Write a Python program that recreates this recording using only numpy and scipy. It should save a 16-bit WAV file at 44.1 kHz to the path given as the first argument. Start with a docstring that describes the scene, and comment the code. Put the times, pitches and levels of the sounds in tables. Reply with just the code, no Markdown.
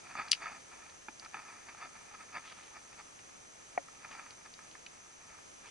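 """Cloth scuffs and taps on a body-worn camera housing recur; a reel snaps shut early, with light ticks
before and after. Cicadas and katydids sing steadily from a wooded bank; one knock sounds on the hollow
deck of a boat. Contacts are noisy pushes into resonant bodies, and the knock is a sum of fading modes.
Cicadas are pulsed noise, katydids noise chirps on wavering carriers, and the lake air is shaped noise."""
import sys
import numpy as np
from scipy import signal
from scipy.fft import rfft, irfft
from scipy.io import wavfile

SR = 44100
rng = np.random.default_rng(int(sys.argv[2]) if len(sys.argv) > 2 else 0)


def materialize(psi):
    """Save the field psi as 16-bit PCM at rate SR to the path in sys.argv[1].

    A 1-D psi becomes a single channel; in a 2-D psi each row is a channel.
    """
    bounded = np.clip(np.atleast_2d(psi).T, -1, 1)
    quanta = np.round(bounded * 32767).astype(np.int16)
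    wavfile.write(sys.argv[1], SR, quanta)


N = 251370  # samples
EARS = np.array([[.5], [-.5]])  # left, right
LEAD = 256  # samples before the push of a contact


# reel and rod resonances: centre_hz, width_hz, level_db, ear_phase_rad
REEL_BODY = [(1300, 310, -9.5, .5), (1900, 300, -10, 0.61), (2320, 380, -8.5, 0.82), (2830, 280, -2.5, 1),
             (3200, 810, -8, 0.28), (3990, 480, -5.5, 0.25), (4650, 520, -2.5, 0.33), (4930, 610, -3, 0.44),
             (5910, 410, -2, 0.35), (7100, 1200, -11.5, 0.96), (8600, 620, -14, 0.87),
             (10050, 1700, -13, 0.65)]
# reel modes that ring on after a click: pitch_hz, level_db, t60_s
REEL_RINGS = [(2624, -2, .028), (2983, -9, .03), (3830, 0.5, .15), (4500, -7, .025), (5070, -5, 0.034)]
# reel snapping shut (latch, stop, rebound): start_s, peak_db, push_hz, rattle_decay_s, left_minus_right_db
REEL_SNAP = [(0.3141, -23.5, 10000, 0.00091, 18), (0.3173, -6.5, 5000, 0.0032, 4),
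             (0.3301, -13.5, 2370, 0.0052, 3.5)]
# light reel ticks: start_s, peak_db, push_hz, ring_db
REEL_TICKS = [(.284, -36, 3600, -10), (0.35, -33, 2400, -1), (.898, -43, 2900, -5),
              (1.197, -36.5, 5300, -10), (1.249, -39, 5000, -10), (3.191, -41.5, 1900, -5),
              (4.3073, -38.5, 4000, 7), (4.5395, -37.5, 4100, 4), (4.713, -43, 4000, -10),
              (4.864, -35.5, 2700, 7)]
SNAP_RING_DB, RING_OCTAVES = -7, 0.63  # a click rings the modes near its push_hz
TICK_RATTLE_S, TICK_PAN_DB = 0.0034, -1  # pan: left minus right


def reel_click(out, start_s, peak_db, push_hz, decay_s, pan_db, ring_db, boat_echo=0.017, echo_s=0.015):
    """Hard parts meet and rattle; the cockpit returns a faint short echo, different in each ear."""
    echo = np.array([contact(echo_s, boat_echo) - contact(echo_s, 0) for _ in EARS])
    push = band(contact(decay_s, chatter=0.098) + echo, push_hz, octaves=1.38)
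    body = resonate(push, REEL_BODY)
    rings = ring_on(band(push, push_hz, RING_OCTAVES), REEL_RINGS)
    add(out, start_s - LEAD / SR, body + amp(ring_db) * rings, peak_db, pan_db)


def reel():
    """Small hard parts snap home and tick lightly, once just before the snap and now and then after."""
    out = np.zeros((2, N))
    for row in REEL_SNAP:
        reel_click(out, *row, SNAP_RING_DB)
    for start_s, peak_db, push_hz, ring_db in REEL_TICKS:
        reel_click(out, start_s, peak_db, push_hz, TICK_RATTLE_S, TICK_PAN_DB, ring_db)
    return out


# hollow deck modes: pitch_hz, level_db, t60_s, ear_phase_rad
DECK_MODES = [(327, -23, 0.099, 2.3), (627, -13.5, 0.083, 2), (750, 6, 0.027, 1.36), (1010, -8, 0.018, 1.1),
              (1530, -16, 0.034, .6), (2020, -9, 0.031, .5), (2285, -2.5, 0.017, .4)]
KNOCK_S, KNOCK_PEAK_DB, KNOCK_PAN_DB = 3.7762, -19, 2  # pan: left minus right


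def knock(contact_s=0.0005, sag=0.156, thin_hz=220, dull_hz=2700):
    """One soft blow rings the hollow deck, with neither deep bass nor treble; its pitches sag."""
    out = np.zeros((2, N))
    body = sum(amp(db) * ring(hz, t60_s, phase, sag) for hz, db, t60_s, phase in DECK_MODES)
    onset = 1 - np.exp(-np.arange(body.shape[1]) / SR / contact_s)
    deck_band = signal.butter(5, [thin_hz, dull_hz], "band", fs=SR, output="sos")
    radiated = signal.sosfilt(deck_band, body * onset)
    add(out, KNOCK_S, radiated, KNOCK_PEAK_DB, KNOCK_PAN_DB)
    return out


# camera housing resonances: centre_hz, width_hz, level_db, ear_phase_rad
HOUSING_BODY = [(261, 276, -12.5, 0.3), (740, 176, -6, 1.33), (899, 320, -1.5, 1.1), (1278, 196, 3, 0.54),
                (1738, 296, -1.5, 0.3), (2155, 540, -6, 0.29), (2410, 330, -2, 0.4), (3550, 260, -15, 1.25),
                (4674, 380, -10, 0.63)]
# housing modes that ring on after a tap: pitch_hz, level_db, t60_s
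HOUSING_RINGS = [(255, 7, .019), (872, 0, .024), (2400, 2.5, 0.016)]
# taps on the housing: start_s, peak_db, push_hz, ring_db
HOUSING_TAPS = [(0.1536, -28, 1000, -11), (.197, -27.5, 910, -11), (0.4687, -28, 1550, -19),
                (1.085, -29.5, 950, 3.5), (1.260, -39, 1300, -20), (1.3436, -29, 1200, 2.5),
                (1.748, -41.5, 1200, -15), (3.8844, -43.5, 1300, -20), (4.047, -35.5, 1000, -1),
                (4.111, -46, 450, -2), (4.264, -41, 1190, -15), (4.591, -40, 1300, -12),
                (4.753, -39, 1200, -13)]
TAP_CHATTER_S = 0.004  # decay


def taps():
    """The housing bumps against the wearer's gear and rings on by a set amount for each bump."""
    out = np.zeros((2, N))
    for start_s, peak_db, push_hz, ring_db in HOUSING_TAPS:
        push = band(contact(TAP_CHATTER_S, chatter=0.16), push_hz, octaves=2.1)
        rings = ring_on(push, HOUSING_RINGS)
        add(out, start_s - LEAD / SR, resonate(push, HOUSING_BODY) + amp(ring_db) * rings, peak_db)
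    return out


# quick cloth scuffs: centre_s, level_db, length_s
CLOTH_SCUFFS = [(.065, -53, .035), (.107, -49.5, .04), (.194, -39.5, 0.058), (.452, -43, 0.084),
                (1.243, -52, 0.05), (1.375, -47.5, .085), (1.692, -48.5, .05), (1.832, -46, 0.084),
                (1.97, -55, 0.064), (2.148, -50, .021), (2.219, -49.5, .04), (2.361, -41, 0.049),
                (2.521, -52.5, 0.031), (2.761, -51, 0.045), (2.929, -56.5, 0.038), (2.997, -49.5, 0.031),
                (4.047, -52, 0.048), (4.194, -50, .03), (4.46, -53, .03), (5.662, -53, 0.05)]
# slow slides of cloth as the wearer shifts: centre_s, level_db, length_s
WEARER_SHIFTS = [(.23, -48.5, 0.28), (.5, -50.5, 0.13), (.8, -55.5, 0.23), (1.51, -54, 0.28),
                 (2.35, -59, 1.0), (4.18, -52.5, 0.29), (5.33, -59.5, .2)]
# sleeve swishes in the open: centre_s, level_db (before swish_gain_db), length_s
SLEEVE_SWISHES = [(2.495, -55.5, 0.089), (2.64, -63, .13), (4.125, -59, .04), (5.68, -62, 0.055)]
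REST_DB = -65.5  # cloth sliding while the wearer keeps still
CATCH_PER_S, CATCH_DB = 28, 2.06  # sliding cloth catches and lets go: pace, depth


def cloth(grain_db=3.0, flutter_db=0.37, snags_per_s=300, snag_db=-5, apart=0.16, swish_gain_db=1):
    """Fibres slide and snag on the housing and ring it; a loose sleeve swishes higher up."""
    slide = np.sqrt(amp(REST_DB) ** 2 + swells(WEARER_SHIFTS)) * amp(CATCH_DB * walk(CATCH_PER_S))
    force = np.sqrt(slide ** 2 + swells(CLOTH_SCUFFS))
    uneven = amp(grain_db * walk(170) + flutter_db * walk(50))
    snags = (rng.random(N) < snags_per_s / SR) * rng.standard_normal(N)
    slips = level(rng.standard_normal(N) * uneven, 0) + level(snags, snag_db)
    rub = resonate(slips + apart * rng.standard_normal((2, N)), HOUSING_BODY)
    sleeve_noise = rng.standard_normal(N) + .5 * rng.standard_normal((2, N))
    sleeve = band(uneven * sleeve_noise, 2800, octaves=1.0)
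    swishes = level(sleeve, swish_gain_db) * np.sqrt(swells(SLEEVE_SWISHES))
    return level(rub, 0) * force + swishes


def buzz(rate_hz, duty, wander):
    """One cicada: each buckle of its tymbals is a brief burst, blurred by the leaves."""
    phase = np.cumsum(rate_hz * (1 + wander * walk(3))) / SR % 1
    return level(np.exp(-phase / duty) * rng.standard_normal(N), 0)


# cicada body resonances: centre_hz, width_hz, level_db, ear_phase_rad
CICADA_BODY = [(6300, 670, -17, 0.81), (6163, 850, -0.5, 0.33), (6530, 290, -4.5, 1.65)]


def cicadas(near_re_crowd_db=-9, direct_db=-61.0, scatter_db=-69, count=6):
    """One nearer singer over a crowd with unrelated pulse rates, and their scatter from the trees."""
    near = buzz(90, duty=.3, wander=.005)
    crowd = 0
    for _ in range(count):
        singer = buzz(rng.uniform(95, 240), duty=.4, wander=.03)
        crowd = crowd + singer * amp(1.2 * walk(1.5))
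    direct = resonate(level(near, near_re_crowd_db) + level(crowd, 0), CICADA_BODY)
    scatter = resonate(rng.standard_normal((2, N)), CICADA_BODY)
    return level(direct, direct_db) + level(scatter, scatter_db)


def katydids(level_db=-72.0, pitch_hz=8350, spread_hz=320, width_hz=340, chirp_hz=5, count=5):
    """Thin lisping chirps that overlap; each singer keeps its own loose beat and wavering pitch."""
    out = 0
    lowpass = signal.butter(2, width_hz / 2, fs=SR, output="sos")
    for _ in range(count):
        beat = np.cumsum(chirp_hz * (1 + 0.355 * walk(5))) / SR + rng.random()
        carrier = np.cumsum(pitch_hz + spread_hz * walk(9)) / SR
        rasp = signal.sosfilt(lowpass, rng.standard_normal(N))
        chirps = np.sin(np.pi * beat) ** 4 * amp(2 * walk(4))
        out = out + rasp * chirps * np.cos(2 * np.pi * carrier + EARS * rng.uniform(-2.7, 2.0))
    return level(out, level_db)


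# open air over the water: freq_hz, common_db_per_hz (both ears alike), opposed_db_per_hz
AIR_SPECTRUM = [(25.1, -98.5, -110), (70.5, -93.5, -103), (150, -94, -98.5), (300, -95, -93),
                (690, -96.5, -91), (1410, -100, -94.5), (2580, -100, -98.5), (3540, -103, -102),
                (4280, -103, -104), (5000, -101, -105), (7450, -103, -106), (9640, -106, -109),
                (10200, -108, -111)]


def air():
    """Soft wash of water and distant trees: shaped noise, part common to the ears, part opposed."""
    hz, mid_db, side_db = np.transpose(AIR_SPECTRUM)
    log_f = np.log(np.fft.rfftfreq(N, 1 / SR) + 1)

    def shaped(db):
        """White noise given the spectrum of the table."""
        return irfft(rfft(rng.standard_normal(N)) * amp(np.interp(log_f, np.log(hz), db)), N)

    mid, side = shaped(mid_db), shaped(side_db)
    sway_db = .4 * walk(6)
    return (mid + 2 * EARS * side) * np.sqrt(SR / 2) * amp(sway_db)  # sqrt: per-Hz density


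def contact(decay_s, chatter, size=8192):
    """A sharp push after a short lead-in, followed by dying chatter."""
    t = (np.arange(size) - LEAD) / SR
    return (t == 0) + chatter * rng.standard_normal(size) * (t > 0) * np.exp(-np.abs(t) / decay_s)


def resonate(x, modes):
    """Pass sound through a resonant body; each resonance reaches the two ears with its own phase."""
    n = x.shape[-1]
    f = np.fft.rfftfreq(n, 1 / SR)
    power = sum((amp(db) / (1 + (2 * (f - hz) / width) ** 2)) ** 2 for hz, width, db, _ in modes)
    cepstrum = irfft(np.log(np.sqrt(power)), n)
    causal = np.exp(rfft(2 * cepstrum[:n // 2], n) - cepstrum[0])  # rings only after it is pushed
    phase = np.interp(f, [m[0] for m in modes], [m[3] for m in modes])
    return irfft(rfft(x) * causal * np.exp(-1j * EARS * phase), n)


def ring(hz, t60_s, phase, sag=0, size=8192):
    """One fading mode in both ears; its pitch may sag by a fraction as it dies away."""
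    t = np.arange(size) / SR
    turns = np.cumsum(hz * (1 - sag * (1 - np.exp(-t / .015)))) / SR
    return np.exp(-np.log(1000) * t / t60_s) * np.sin(2 * np.pi * turns - EARS * phase)


def ring_on(push, modes):
    """Modes that a push sets ringing, each fading at its own rate."""
    tone = 0
    for hz, db, t60_s in modes:
        decay_per_sample = np.log(1000) / (t60_s * SR)
        tone = tone + amp(db) * 2 * decay_per_sample * ring(hz, t60_s, phase=0.81)
    return signal.fftconvolve(np.atleast_2d(push), tone, axes=1)[:, :push.shape[-1]]


def band(x, hz, octaves):
    """Broad bell-shaped emphasis around one frequency."""
    f = np.fft.rfftfreq(x.shape[-1], 1 / SR) + 1
    return irfft(rfft(x) / (1 + (np.log2(f / hz) / octaves) ** 2) ** 2, x.shape[-1])


def swells(rows):
    """Power of bell-shaped strokes (centre_s, level_db, length_s) over time."""
    t = clock()[::20]
    power = sum(amp(db) ** 2 * np.exp(-2 * (2 * (t - s) / length_s) ** 2) for s, db, length_s in rows)
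    return np.interp(clock(), t, power)


def walk(rate_hz):
    """Random drift, straight lines between normal draws at this rate."""
    steps = rng.standard_normal(1024)
    return np.interp(clock() * rate_hz, np.arange(len(steps)), steps)


def add(out, start_s, sound, peak_db, pan_db=0):
    """Mix in one blow, scaled by the peak of its ear average, with a level offset between ears."""
    i = int(start_s * SR)
    sound = sound[:, :N - i]
    out[:, i:i + sound.shape[1]] += sound * amp(peak_db + EARS * pan_db) / np.abs(sound.mean(0)).max()


def amp(db):
    """Decibels to gain."""
    return 10 ** (np.asarray(db) / 20)


def level(x, db):
    """Scale to an rms level."""
    return x * amp(db) / np.sqrt(np.mean(x ** 2))


def clock():
    """Time of every sample in seconds."""
    return np.arange(N) / SR


def scene():
    """The angler, the boat and the bank together."""
    return reel() + knock() + taps() + cloth() + cicadas() + katydids() + air()


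def record(dry, top_hz=11100):
    """The camera cuts the top steeply."""
    return signal.sosfilt(signal.ellip(10, .2, 70, top_hz, fs=SR, output="sos"), dry)


dry = scene()
out = record(dry)
materialize(out)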